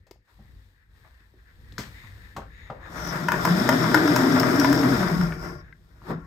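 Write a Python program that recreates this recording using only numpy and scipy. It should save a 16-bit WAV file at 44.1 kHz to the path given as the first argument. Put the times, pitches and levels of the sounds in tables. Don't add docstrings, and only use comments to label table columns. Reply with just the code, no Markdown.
import sys
import numpy as np
from scipy import signal
from scipy.fft import rfft, irfft, next_fast_len
from scipy.io import wavfile
from scipy.ndimage import uniform_filter1d

SR = 44100
rng = np.random.default_rng(int(sys.argv[2]) if len(sys.argv) > 2 else 0)


def to_wav(s):
    ch = np.atleast_2d(s).T
    pcm = np.round(np.clip(ch, -1, 1) * 32767)
    wavfile.write(sys.argv[1], SR, pcm.astype(np.int16))


N = 276418

# frequency in Hz, level in dB.
SLAT_MODES = [(620, -3.5), (980, -1), (1220, -3.5), (1440, 2.5), (1580, 0.5), (1780, 1.5), (2100, -2),
              (2450, -6.5), (2900, -14.5), (3500, -14.5)]


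def gain_of(db):
    return 10 ** (np.asarray(db) / 20)


def evened(x):
    return x / np.sqrt(np.mean(x ** 2) + 1e-20)


def noise():
    return rng.standard_normal((2, N))


def read(points, hz):
    f, value = np.transpose(points)
    return np.interp(np.log(hz + 1), np.log(f + 1), value)


def colour(x, points):
    level_db = np.maximum(read(points, np.fft.rfftfreq(8192, 1 / SR)), -100)
    log_gain = np.log(gain_of(level_db))
    circle = np.r_[log_gain, log_gain[-2:0:-1]]
    taps = np.fft.ifft(np.exp(np.conj(signal.hilbert(circle)))).real[:4096]
    return signal.oaconvolve(x, taps[None], axes=1)[:, :N]


def resonate(x, hz, width_hz):
    turn = np.exp(2j * np.pi * np.cumsum(hz * np.ones(x.shape[-1])) / SR)
    r = np.exp(-np.pi * width_hz / SR)
    return 2 * (turn * signal.lfilter([1 - r], [1, -r], x / turn + 1e-18)).real


def resonate_twice(x, hz, first_width_hz, second_width_hz):
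    return resonate(resonate(x, hz, first_width_hz), hz, second_width_hz)


def resonance_bank(x, modes):
    total = 0
    for k, (hz, width_hz, db) in enumerate(modes):
        gain = (-1) ** k * gain_of(db) / np.sqrt(width_hz)
        total = total + gain * resonate_twice(x, hz, 3 * width_hz, width_hz)
    return evened(total)


def columns(table):
    t, rows = np.arange(N) / SR, np.array(table)
    on = (t >= rows[0, 0]) & (t <= rows[-1, 0] + .1)
    return uniform_filter1d(on * 1., 2000), [np.interp(t, rows[:, 0], c) for c in rows.T[1:]]


def grains(per_s, spread_db):
    size = gain_of(spread_db * np.minimum(rng.exponential(1, (2, N)), 5))
    return size * np.sign(noise()) * (rng.random((2, N)) < per_s / SR)


def wander(width):
    return evened(uniform_filter1d(uniform_filter1d(rng.standard_normal(N), width), width))


def flutter(width, depth_db):
    return gain_of(depth_db * wander(width))


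def swell(middle_s, spread_s):
    return np.exp(-.5 * ((np.arange(N) / SR - middle_s) / spread_s) ** 2)


def room(x):
    # frequency in Hz, t60 in s.
    room_t60 = [(150, 0.69), (600, 0.22), (2000, 0.37), (6000, 0.24), (14000, 0.21)]
    taps = np.zeros((2, SR // 2))
    at = np.arange(200, SR // 2 - 20, 20)
    places = at + rng.integers(0, 20, (2, len(at)))
    taps[[[0], [1]], places] = rng.choice([-1., 1.], (2, len(at)))
    hz, t, z = signal.stft(taps, SR, nperseg=256)
    fall = gain_of(-60 * t / read(room_t60, hz)[:, None])
    tail = signal.istft(z * fall, SR, nperseg=256)[1]
    return signal.fftconvolve(x[None], tail / np.linalg.norm(tail[0]), axes=1)[:, :N]


def handling():
    # time in s, level in dB.
    handling_levels = [(0.0, -56), (0.3, -65.5), (0.4, -48.5), (0.57, -49), (0.75, -61), (1.01, -53),
                       (1.5, -55), (1.6, -47), (1.8, -44), (2.3, -46.5), (2.4, -41), (2.8, -45.5),
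                       (3.0, -41), (3.5, -45.5), (3.85, -54.5), (4.5, -53.5), (5.03, -40), (5.5, -40.5),
                       (5.75, -53.5), (6.27, -46)]
    # frequency in Hz, relative density in dB per Hz.
    heave_spectrum = [(12, -38), (20, -10), (56, 8), (73, -4), (92, 1), (135, -12), (403, -27),
                      (500, -23.5), (650, -52.5), (1100, -120)]
    _, (heave_db,) = columns(handling_levels)
    return gain_of(heave_db) * evened(colour(noise(), heave_spectrum) * flutter(2500, 2.2))


def rustle():
    # time in s, then relative dB of the main resonance, low mids and treble.
    rustle_levels = [(0.0, -96, -68, -85), (0.18, -89, -89, -100), (0.3, -71, -55, -74.5),
                     (0.65, -78.5, -60, -74), (0.88, -82, -67, -85.5), (0.97, -67, -56, -72),
                     (1.35, -75, -60.5, -78), (1.7, -65, -55, -70.5), (1.88, -64, -47, -62.5),
                     (2.3, -58.5, -51.5, -67.5), (2.47, -62, -65, -75), (2.66, -61, -48, -73),
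                     (2.9, -63, -32.5, -80), (5.3, -67, -53, -86), (5.62, -69, -52.5, -91.5),
                     (5.8, -86, -78.5, -77), (6.0, -73, -58.5, -76.5), (6.11, -48.5, -16.5, -56),
                     (6.22, -65, -45.5, -117)]
    # middle in s, spread in s, relative level in dB, main resonance in Hz.
    swish_rows = [(0.05, 0.076, -75, 1840), (0.47, 0.044, -73, 1900), (0.62, 0.04, -73, 1800),
                  (0.81, 0.049, -68.5, 1720), (1.056, 0.016, -62, 1730), (1.19, 0.052, -68, 1670),
                  (1.4, 0.015, -67, 1593), (1.49, 0.023, -63, 1646), (1.69, 0.024, -69.5, 1800),
                  (1.985, 0.034, -55.5, 1960), (2.06, 0.035, -56, 1960), (2.25, 0.015, -59, 1920),
                  (2.55, 0.021, -66, 1970), (2.63, 0.062, -54.5, 1920), (2.858, 0.03, -50.5, 1680),
                  (5.5, 0.031, -60, 1904), (5.6, 0.037, -61.5, 1750), (5.68, 0.04, -60.5, 1600),
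                  (5.755, 0.01, -69.5, 1620)]
    # frequency in Hz, relative density in dB per Hz.
    rustle_spectrum = [(120, -47), (250, -11.5), (700, -10.5), (1400, -3.5), (2400, -7.5), (2900, -14),
                       (3700, -11.5), (5200, -21.5), (7000, -25), (10000, -18.5), (13000, -26.5),
                       (15000, -21.5), (16400, -39)]
    # frequency in Hz, width in Hz, relative level in dB.
    upper_modes = [(3690, 380, -7), (5200, 400, -29.5), (6660, 350, -18)]
    calm_hz = 1750
    _, (calm_db, low_db, treble_db) = columns(rustle_levels)
    swells = [gain_of(db) * swell(s, spread_s) for s, spread_s, db, _ in swish_rows]
    level = gain_of(calm_db) + sum(swells)
    weighted_hz = sum(g * row[3] for g, row in zip(swells, swish_rows))
    main_hz = (gain_of(calm_db) * calm_hz + weighted_hz) / level

    rub = evened(grains(600, 2.6)) + 1.9 * noise()
    wide = gain_of(-10.0) * evened(colour(rub, rustle_spectrum))
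    low, below = (signal.sosfiltfilt(signal.butter(3, hz, fs=SR, output="sos"), wide)
                  for hz in (1300, 2800))
    main = evened(resonate_twice(rub, main_hz, 540, 480) * flutter(1500, 1.2))
    swish = noise() * (level / gain_of(-44.0)) ** 0.76 * (main_hz / 1900) ** 4
    upper = sum(gain_of(db) / np.sqrt(width_hz / SR) * resonate_twice(swish, hz, width_hz, width_hz)
                for hz, width_hz, db in upper_modes)
    return (gain_of(-1.0) * level * (below - low + main + upper)
            + gain_of(low_db + 2.0) * low + gain_of(treble_db + 20.0) * (wide - below))


def knocks():
    # start in s, snap level in dB, pitch in Hz, relative dB of the noisy ring
    # and thud, thud pitch in Hz, relative dB of the treble, t60 in s.
    knock_rows = [(0.067, -57.5, 580, 2.5, -28, 110, 22.5, 0.08),
                  (0.11, -42.5, 370, -4, -31, 250, 26.5, 0.029),
                  (0.112, -46, 674, -16, -30, 110, -20, 0.04), (0.158, -58, 640, -9, -22, 110, -12, 0.043),
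                  (0.278, -68.5, 1100, 7, -14, 127, -27, 0.13), (0.39, -62.5, 610, 1, 12.5, 138, -20, 0.17),
                  (0.955, -63, 1700, -2, -17, 110, -6, 0.057), (1.044, -60, 750, 5, -25, 110, -22, 0.14),
                  (1.201, -61, 1710, 6, -6, 154, -5, 0.036), (1.337, -63, 310, 10, -7, 132, -25, 0.085),
                  (1.723, -41, 3650, -25, -8.5, 110, 16, 0.035),
                  (1.781, -22.5, 1500, -18.5, -15, 150, 11, 0.18),
                  (1.782, -26, 4750, -6, -30, 110, -20, 0.019),
                  (1.787, -34.5, 295, -2, -0.5, 117, -20, 0.07),
                  (1.837, -39.5, 1600, -2, -30, 110, -10, 0.034), (2.039, -48, 1030, -4, -1, 111, -16, 0.1),
                  (2.353, -56, 226, 3, 3, 151, -20, 0.04), (2.364, -37.5, 910, 9, 0.5, 135, 22, 0.069),
                  (2.379, -35, 520, 4, -3, 118, -17, 0.091), (2.397, -41, 850, 0, -20, 110, -20, 0.04),
                  (2.416, -46, 1170, -1, -20, 110, -20, 0.077), (2.7, -33, 690, 3, -10, 127, -29, 0.075),
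                  (2.702, -30, 1330, -8, -28, 110, -22, 0.03), (2.716, -39, 463, 5, -27, 110, -35, 0.096),
                  (6.018, -45.5, 1070, -6, -4, 112.8, -20, 0.054),
                  (6.098, -32, 403.3, -3.5, 0, 236, -22, 0.15),
                  (6.112, -40, 342.6, -18, 7.5, 167, -33, 0.1)]
    room_send_db = -4
    out, t = np.zeros((2, N + SR)), np.arange(12000) / SR
    for s, db, hz, ring_db, thud_db, thud_hz, treble_db, t60 in knock_rows:
        a, b, c = rng.standard_normal((3, len(t)))
        u = t * hz / 0.97
        snap = np.e * u * np.exp(-u) * np.sin(2 * np.pi * hz * t)
        fall = gain_of(-60 * t / max(t60, .005)) * (1 - np.exp(-t / 0.0013))
        sinking_hz = hz * (.85 + .3 * np.exp(-t / .03))
        ring = evened(resonate_twice(a, sinking_hz, 0.6 * hz, 1.0 * hz)) * gain_of(ring_db) * fall
        thud = np.sin(2 * np.pi * thud_hz * t) + evened(resonate_twice(b, thud_hz, 180, 180))
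        thud *= gain_of(thud_db + 8.5 - 60 * t / 0.088) * (1 - np.exp(-t / 0.0075))
        treble = evened(resonate(resonate(c, 1800, 8200), 2800, 17000))
        treble = treble * gain_of(treble_db - 26.0) * fall
        far_db = db + room_send_db + 10 * np.log10(t60 / 0.081)
        mix = [[1], [.35]] * snap + ring + [[1], [.45]] * thud + treble
        out[:, round(s * SR):][:, :len(t)] += gain_of([[db], [far_db]]) * mix
    return out[:, :N]


def tock():
    # frequency in Hz, relative level in dB, t60 in s.
    tock_modes = [(1600, 2, 0.038), (2030, 3.5, 0.027), (2237, -9.5, .02), (2623, -18, .015),
                  (3670, -13, 0.016)]
    start_s, level_db = 5.726, -41.5
    t = np.maximum(np.arange(N) / SR - start_s, 0)
    modes = sum(gain_of(level_db + db - 60 * t / t60) * np.sin(2 * np.pi * hz * t)
                for hz, db, t60 in tock_modes)
    return (1 - np.exp(-t / 0.00061)) * modes


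def clacks():
    # start in s, level in dB, strongest region in Hz,
    # relative dB of the treble tick and of the high ping.
    clack_rows = [(2.86, -40, 1650, -31, -39), (2.958, -39, 1080, -18, -23), (3.071, -31, 1570, -8, -20),
                  (3.158, -24, 2000, -18, -14), (3.285, -12, 1470, -19.5, -27),
                  (3.319, -13, 1500, -16.5, -32), (3.339, -17.5, 1290, -33, -34),
                  (3.451, -11.5, 1220, -15.5, -10), (3.474, -18, 1200, -29, -17), (3.69, -7, 1200, -15, -5),
                  (3.726, -14, 1060, -35, 1.5), (3.83, -33.5, 1500, -30, 20.5),
                  (3.842, -12.5, 1190, -30, -2), (3.915, -19.5, 1400, -25, -12),
                  (3.944, -4.5, 1180, -18, -7), (3.974, -13.5, 1490, -32.5, -26),
                  (4.077, -16.5, 1560, -18, 6), (4.161, -13, 1320, -9.5, 6), (4.323, -27, 1300, -25, 15.5),
                  (4.398, -27.5, 1450, 3, 18), (4.413, -20, 1030, -25, -20), (4.432, -14.5, 1520, -31, 2),
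                  (4.559, -21.5, 1250, -14.5, 10.5), (4.598, -22.5, 1850, -4, 15.5),
                  (4.613, -18, 1400, -26.5, -14), (4.645, -10.5, 1340, -21.5, -5),
                  (4.728, -16, 1360, -12, 0), (4.777, -22, 937, -26.5, 11), (4.832, -17.5, 1400, -26, -18),
                  (4.923, -20.5, 1500, -27.5, -2), (5.03, -21, 1390, -24.5, -18),
                  (5.099, -26.5, 1400, -26, -13), (5.212, -23.5, 1377, -28, 4.5),
                  (5.322, -26.5, 2000, -29.5, -25)]
    # shortest lag in s, random extra lag in s, share of the first blow.
    bounces = [(.0025, .001, 0.72), (.005, 0.00212, 0.44), (.008, 0.0062, 0.22), (0.014, .006, .2),
               (0.021, .008, 0.12)]
    # frequency in Hz, relative density in dB per Hz.
    tick_spectrum = [(1500, -28), (3000, -11.5), (4300, -19.5), (5200, -8.5), (6200, -13.5), (7500, -15.5),
                     (9000, -20), (11000, -9.5), (12500, -22.5), (14300, -12.5), (15500, -15.5),
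                     (16400, -23.5)]
    t60_at_1200_hz, crack_db = 0.015, -21.5
    rings, ticks, t = np.zeros(N + SR), np.zeros(N + SR), np.arange(6000) / SR
    for s, db, centre_hz, tick_db, ping_db in clack_rows:
        ring = np.zeros(len(t))
        for hz, mode_db in SLAT_MODES:
            place, tuning = rng.random(2)
            share_db = mode_db + 4 * (place - .5) - 9 * np.log2(hz / centre_hz) ** 2
            mode_hz = hz * (1 + 0.042 * (tuning - .5))
            ring += (gain_of(share_db - 60 * t * hz / (1200 * t60_at_1200_hz))
                     * np.sin(2 * np.pi * (mode_hz * t + 0.62 * place)))
        ring *= 1 - np.exp(-t / 0.0012)
        hit = ring = ring / abs(ring).max()
        burst = single = gain_of(-60 * t / 0.013) * (1 - np.exp(-t / 0.0009))
        for lag_s, spread_s, share in bounces:
            late, strong = rng.random(2)
            pad = np.zeros(round(abs(lag_s + spread_s * late) * SR))
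            size = share * (0.61 + 0.5 * strong)
            hit = hit + size * np.sign(late - .5) * np.r_[pad, ring][:len(t)]
            burst = burst + 0.77 * size ** 2 * np.r_[pad, single][:len(t)]
        hit = hit / abs(hit).max()
        ping_hz = 5250 + 400 * rng.random()
        hit += gain_of(ping_db - 15.5 - 60 * t / 0.022) * np.sin(2 * np.pi * ping_hz * t)
        crack = evened(resonate(resonate(rng.standard_normal(len(t)), 2200, 1300), 2700, 2400))
        hit += gain_of(crack_db - 60 * t / 0.033) * crack
        rings[round(s * SR):][:len(t)] += gain_of(db) * hit
        ticks[round(s * SR):][:len(t)] += gain_of(db + tick_db) * burst * rng.standard_normal(len(t))
    return rings[:N] + gain_of(24.0) * colour(ticks[None], tick_spectrum)[0]


def roller(bumps):
    # time in s, beat in Hz, level in dB.
    roller_beat = [(2.9, 181.8, -53), (3.0, 168, -42), (3.28, 163.1, -33), (3.46, 169.9, -30.5),
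                   (3.51, 171.8, -21), (3.57, 172, -24.5), (3.62, 230.1, -24.5), (3.7, 254.8, -21.5),
                   (3.78, 245.1, -24), (3.85, 197.1, -27.5), (3.97, 304.1, -19), (4.04, 314.6, -18),
                   (4.17, 245, -22.5), (4.32, 264.9, -21), (4.47, 250.1, -22), (4.61, 275.9, -20),
                   (4.84, 282, -20.5), (4.93, 264.8, -24.5), (5.0, 185.2, -30), (5.08, 175, -27),
                   (5.18, 172, -21), (5.27, 168, -29.5), (5.36, 150, -42), (5.48, 149.2, -41.5),
                   (5.62, 149.8, -52.5), (6.08, 170.6, -72), (6.12, 167.5, -34), (6.18, 162, -36),
                   (6.22, 161, -59)]
    steady_share = 0.48
    rolling, (beat_hz, beat_db) = columns(roller_beat)
    wobble = 0.0499 * wander(600)
    steady = evened(np.sin(2 * np.pi * np.cumsum(beat_hz * (1 + wobble)) / SR))
    uneven = evened(resonate_twice(bumps, beat_hz, 70, 32))
    beat = (steady_share * steady + (1 - steady_share) * uneven) * flutter(500, 1.6)
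    return rolling * gain_of(beat_db) * evened(beat)


def pane_rumble(bumps):
    # frequency in Hz, width in Hz, relative level in dB.
    pane_modes = [(104, 30, -11), (130.1, 8.4, -4), (168, 8.5, -0.5), (313, 120, -4), (366.7, 51.6, 1),
                  (461.4, 17.3, -9), (607.3, 39, -5), (720, 120, -8.5)]
    return evened(flutter(1500, 1.33) * resonance_bank(bumps, pane_modes))


def slat_chatter():
    # frequency in Hz, relative density in dB per Hz.
    chatter_spectrum = [(180, -18.5), (300, -13.5), (413, -20.5), (602, -13.5), (801, -16), (1170, -13),
                        (1400, -10.5), (2070, -17), (2630, -31), (4600, -51.5), (5980, -50), (10100, -120)]
    raw = evened(grains(300, 1.8)) + 2.4 * noise()
    return evened(colour(raw, chatter_spectrum) * flutter(300, 0.14) * flutter(1500, 1.59))


def rattle():
    t60_at_1200_hz = 0.03
    size, t = grains(per_s=800, spread_db=2.4), np.arange(3000) / SR
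    mode = rng.integers(0, 2 * len(SLAT_MODES), N)
    total = np.zeros((2, N))
    for k, (hz, db) in enumerate(SLAT_MODES + SLAT_MODES):
        fall = gain_of(db - 60 * t * hz / (1200 * t60_at_1200_hz))
        ring = fall * np.sin(2 * np.pi * hz * rng.uniform(0.941, 1.04) * t)
        total += signal.oaconvolve(size * (mode == k), ring[None], axes=1)[:, :N]
    return evened(total)


def cord_hiss():
    # frequency in Hz, relative density in dB per Hz.
    hiss_spectrum = [(2500, -7), (3000, -2.5), (3600, -2), (4400, -0.5), (5300, 3.5), (6300, 0), (8000, -4),
                     (9000, 3.5), (10200, -6.5), (12500, -2), (13800, -8), (14700, 0.5), (15200, -17.5),
                     (16400, -7.5)]
    raw = evened(grains(1500, 2.0)) + 1.7 * noise()
    return evened(colour(raw, hiss_spectrum) * flutter(400, 0.61) * flutter(1500, 0.53))


def cord_whistle(grit):
    # time in s, level in dB, centre in Hz.
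    whistle_track = [(2.85, -100, 5230), (2.97, -52, 5700), (3.09, -45, 5600), (3.16, -54.5, 5000),
                     (3.3, -57, 5400), (3.5, -45.5, 5060), (4.2, -43, 5170), (4.8, -42, 5190),
                     (5.23, -51, 5200), (5.37, -61, 5280), (5.45, -53.5, 5340), (5.55, -62, 5330),
                     (5.61, -64.5, 5200), (5.66, -94.5, 5220), (6.04, -86, 5100), (6.1, -54.5, 4970),
                     (6.2, -91, 5190)]
    # middle in s, level in dB.
    squeaks = [(3.602, -36), (4.4, -36), (4.599, -33)]
    _, (whistle_db, whistle_hz) = columns(whistle_track)
    pair = sum(g * resonate_twice(grit, whistle_hz + offset_hz, 550, 270)
               for g, offset_hz in ((.9, -310), (-.9, 299)))
    level = gain_of(whistle_db) + sum(gain_of(db) * swell(s, spread_s=0.0027) for s, db in squeaks)
    return level * evened(pair)


def low_whistle(grit):
    return evened(resonate_twice(grit, 3560, 840, 840))


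def track_rub(grit):
    # frequency in Hz, width in Hz, relative level in dB.
    rub_modes = [(605, 31, -18.5), (998, 57, -15), (1100, 40, 1.5), (1390, 34, 4.5), (1760, 31, -15.5)]
    return resonance_bank(grit, rub_modes)


def slider():
    # time in s, strength in dB, then dB relative to it of the pane rumble,
    # lower whistle and rubbing.
    slide_travel = [(2.8, -68, 9, -11, -15), (2.97, -41, -6.5, -16, -6), (3.14, -36.5, 1.5, -17, -21),
                    (3.3, -41, 6, -13, 1), (3.46, -32, 2.5, -14, -3), (3.6, -31, 5, -12, -26),
                    (3.9, -31.5, 8.5, -10.5, -7), (4.15, -29, 6.5, -12.5, -17), (4.6, -30.5, 6, -14.5, -6),
                    (4.91, -31, 6.5, -12.5, -11), (5.23, -37.5, 3, -16, -1.5), (5.38, -49.5, 8.5, -26, -2),
                    (5.45, -43, 7, -33, 1), (5.55, -52.5, 10.5, -37, 5), (5.62, -68, 12, -28, 8),
                    (5.68, -70, 5.5, -25.5, 0.5), (5.8, -72, 1, -20.5, -10.5), (6.05, -64.5, 3, -20, -9),
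                    (6.1, -52.5, 18.5, -8, -8), (6.17, -65, 14, -7, 1), (6.22, -64, -6, -25, 7)]
    on, (pull_db, rumble_db, low_db, rub_db) = columns(slide_travel)
    bumps = noise()
    grit = (evened(grains(360, 2.1)) + 2.0 * noise()) * flutter(150, 1.0) * flutter(1500, 1.62)
    hiss_db = -9.5 - 30 + 0.96 * (pull_db + 30)
    moving = gain_of(pull_db + rumble_db) * pane_rumble(bumps)
    moving += gain_of(pull_db + 1.34) * slat_chatter()
    moving += gain_of(pull_db - 4.5) * rattle()
    moving += gain_of(pull_db + low_db) * low_whistle(grit)
    moving += gain_of(pull_db + rub_db) * track_rub(grit)
    moving += gain_of(hiss_db) * cord_hiss()
    moving += cord_whistle(grit)
    return roller(bumps) + on * moving


def ports(x):
    # frequency in Hz, left-right likeness (0 to 1).
    likeness = [(60, 0.94), (300, 0.94), (450, 0.76), (700, 0.25), (1300, 0.38), (3000, 0.16), (5000, 0.12),
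                (6300, 0.19), (7000, 1), (16000, 0.94)]
    # frequency in Hz, left over right in dB.
    left_over_right = [(60, 1.5), (200, 3.5), (700, 4), (1700, 7.5), (2800, 4.5), (4300, 9.5), (5300, 15),
                       (6400, 4), (7300, 1.5), (16000, -0.5)]
    # frequency in Hz, phase of left relative to right in radians.
    left_phase = [(0, 0), (400, .25), (650, 1.2), (1200, -1.3), (1900, -2.8), (7200, -2 * np.pi),
                  (9500, -2.92 * np.pi), (10700, -3.06 * np.pi), (12600, -3.97 * np.pi),
                  (14000, -4.04 * np.pi), (16450, -5 * np.pi)]
    size = next_fast_len(N + 4096)
    hz, (a, b) = np.fft.rfftfreq(size, 1 / SR), rfft(x, size)
    same = np.clip(read(likeness, hz), 0, 1)
    phase = np.interp(hz, *np.transpose(left_phase))
    right = same * np.exp(-1j * phase) * a + np.sqrt(1 - same ** 2) * b
    half = gain_of(read(left_over_right, hz) / 2)
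    return irfft([a * half, right / half], size)[:, :N]


def scene():
    clack, (knock, knock_far) = clacks(), knocks()
    hits = clack + knock + tock() + room(gain_of(-5.0) * clack + knock_far)
    return ports(handling() + rustle() + hits + slider())


def record(dry):
    edge_hz = 16450
    dry = signal.sosfilt(signal.butter(2, 36, "high", fs=SR, output="sos"), dry)
    taps = signal.firwin(511, edge_hz, window=("kaiser", 9), fs=SR)
    limited = signal.oaconvolve(np.clip(dry, -1, 1), taps[None], "same")
    return np.clip(limited, -1, 1)


dry = scene()
out = record(dry)
to_wav(out)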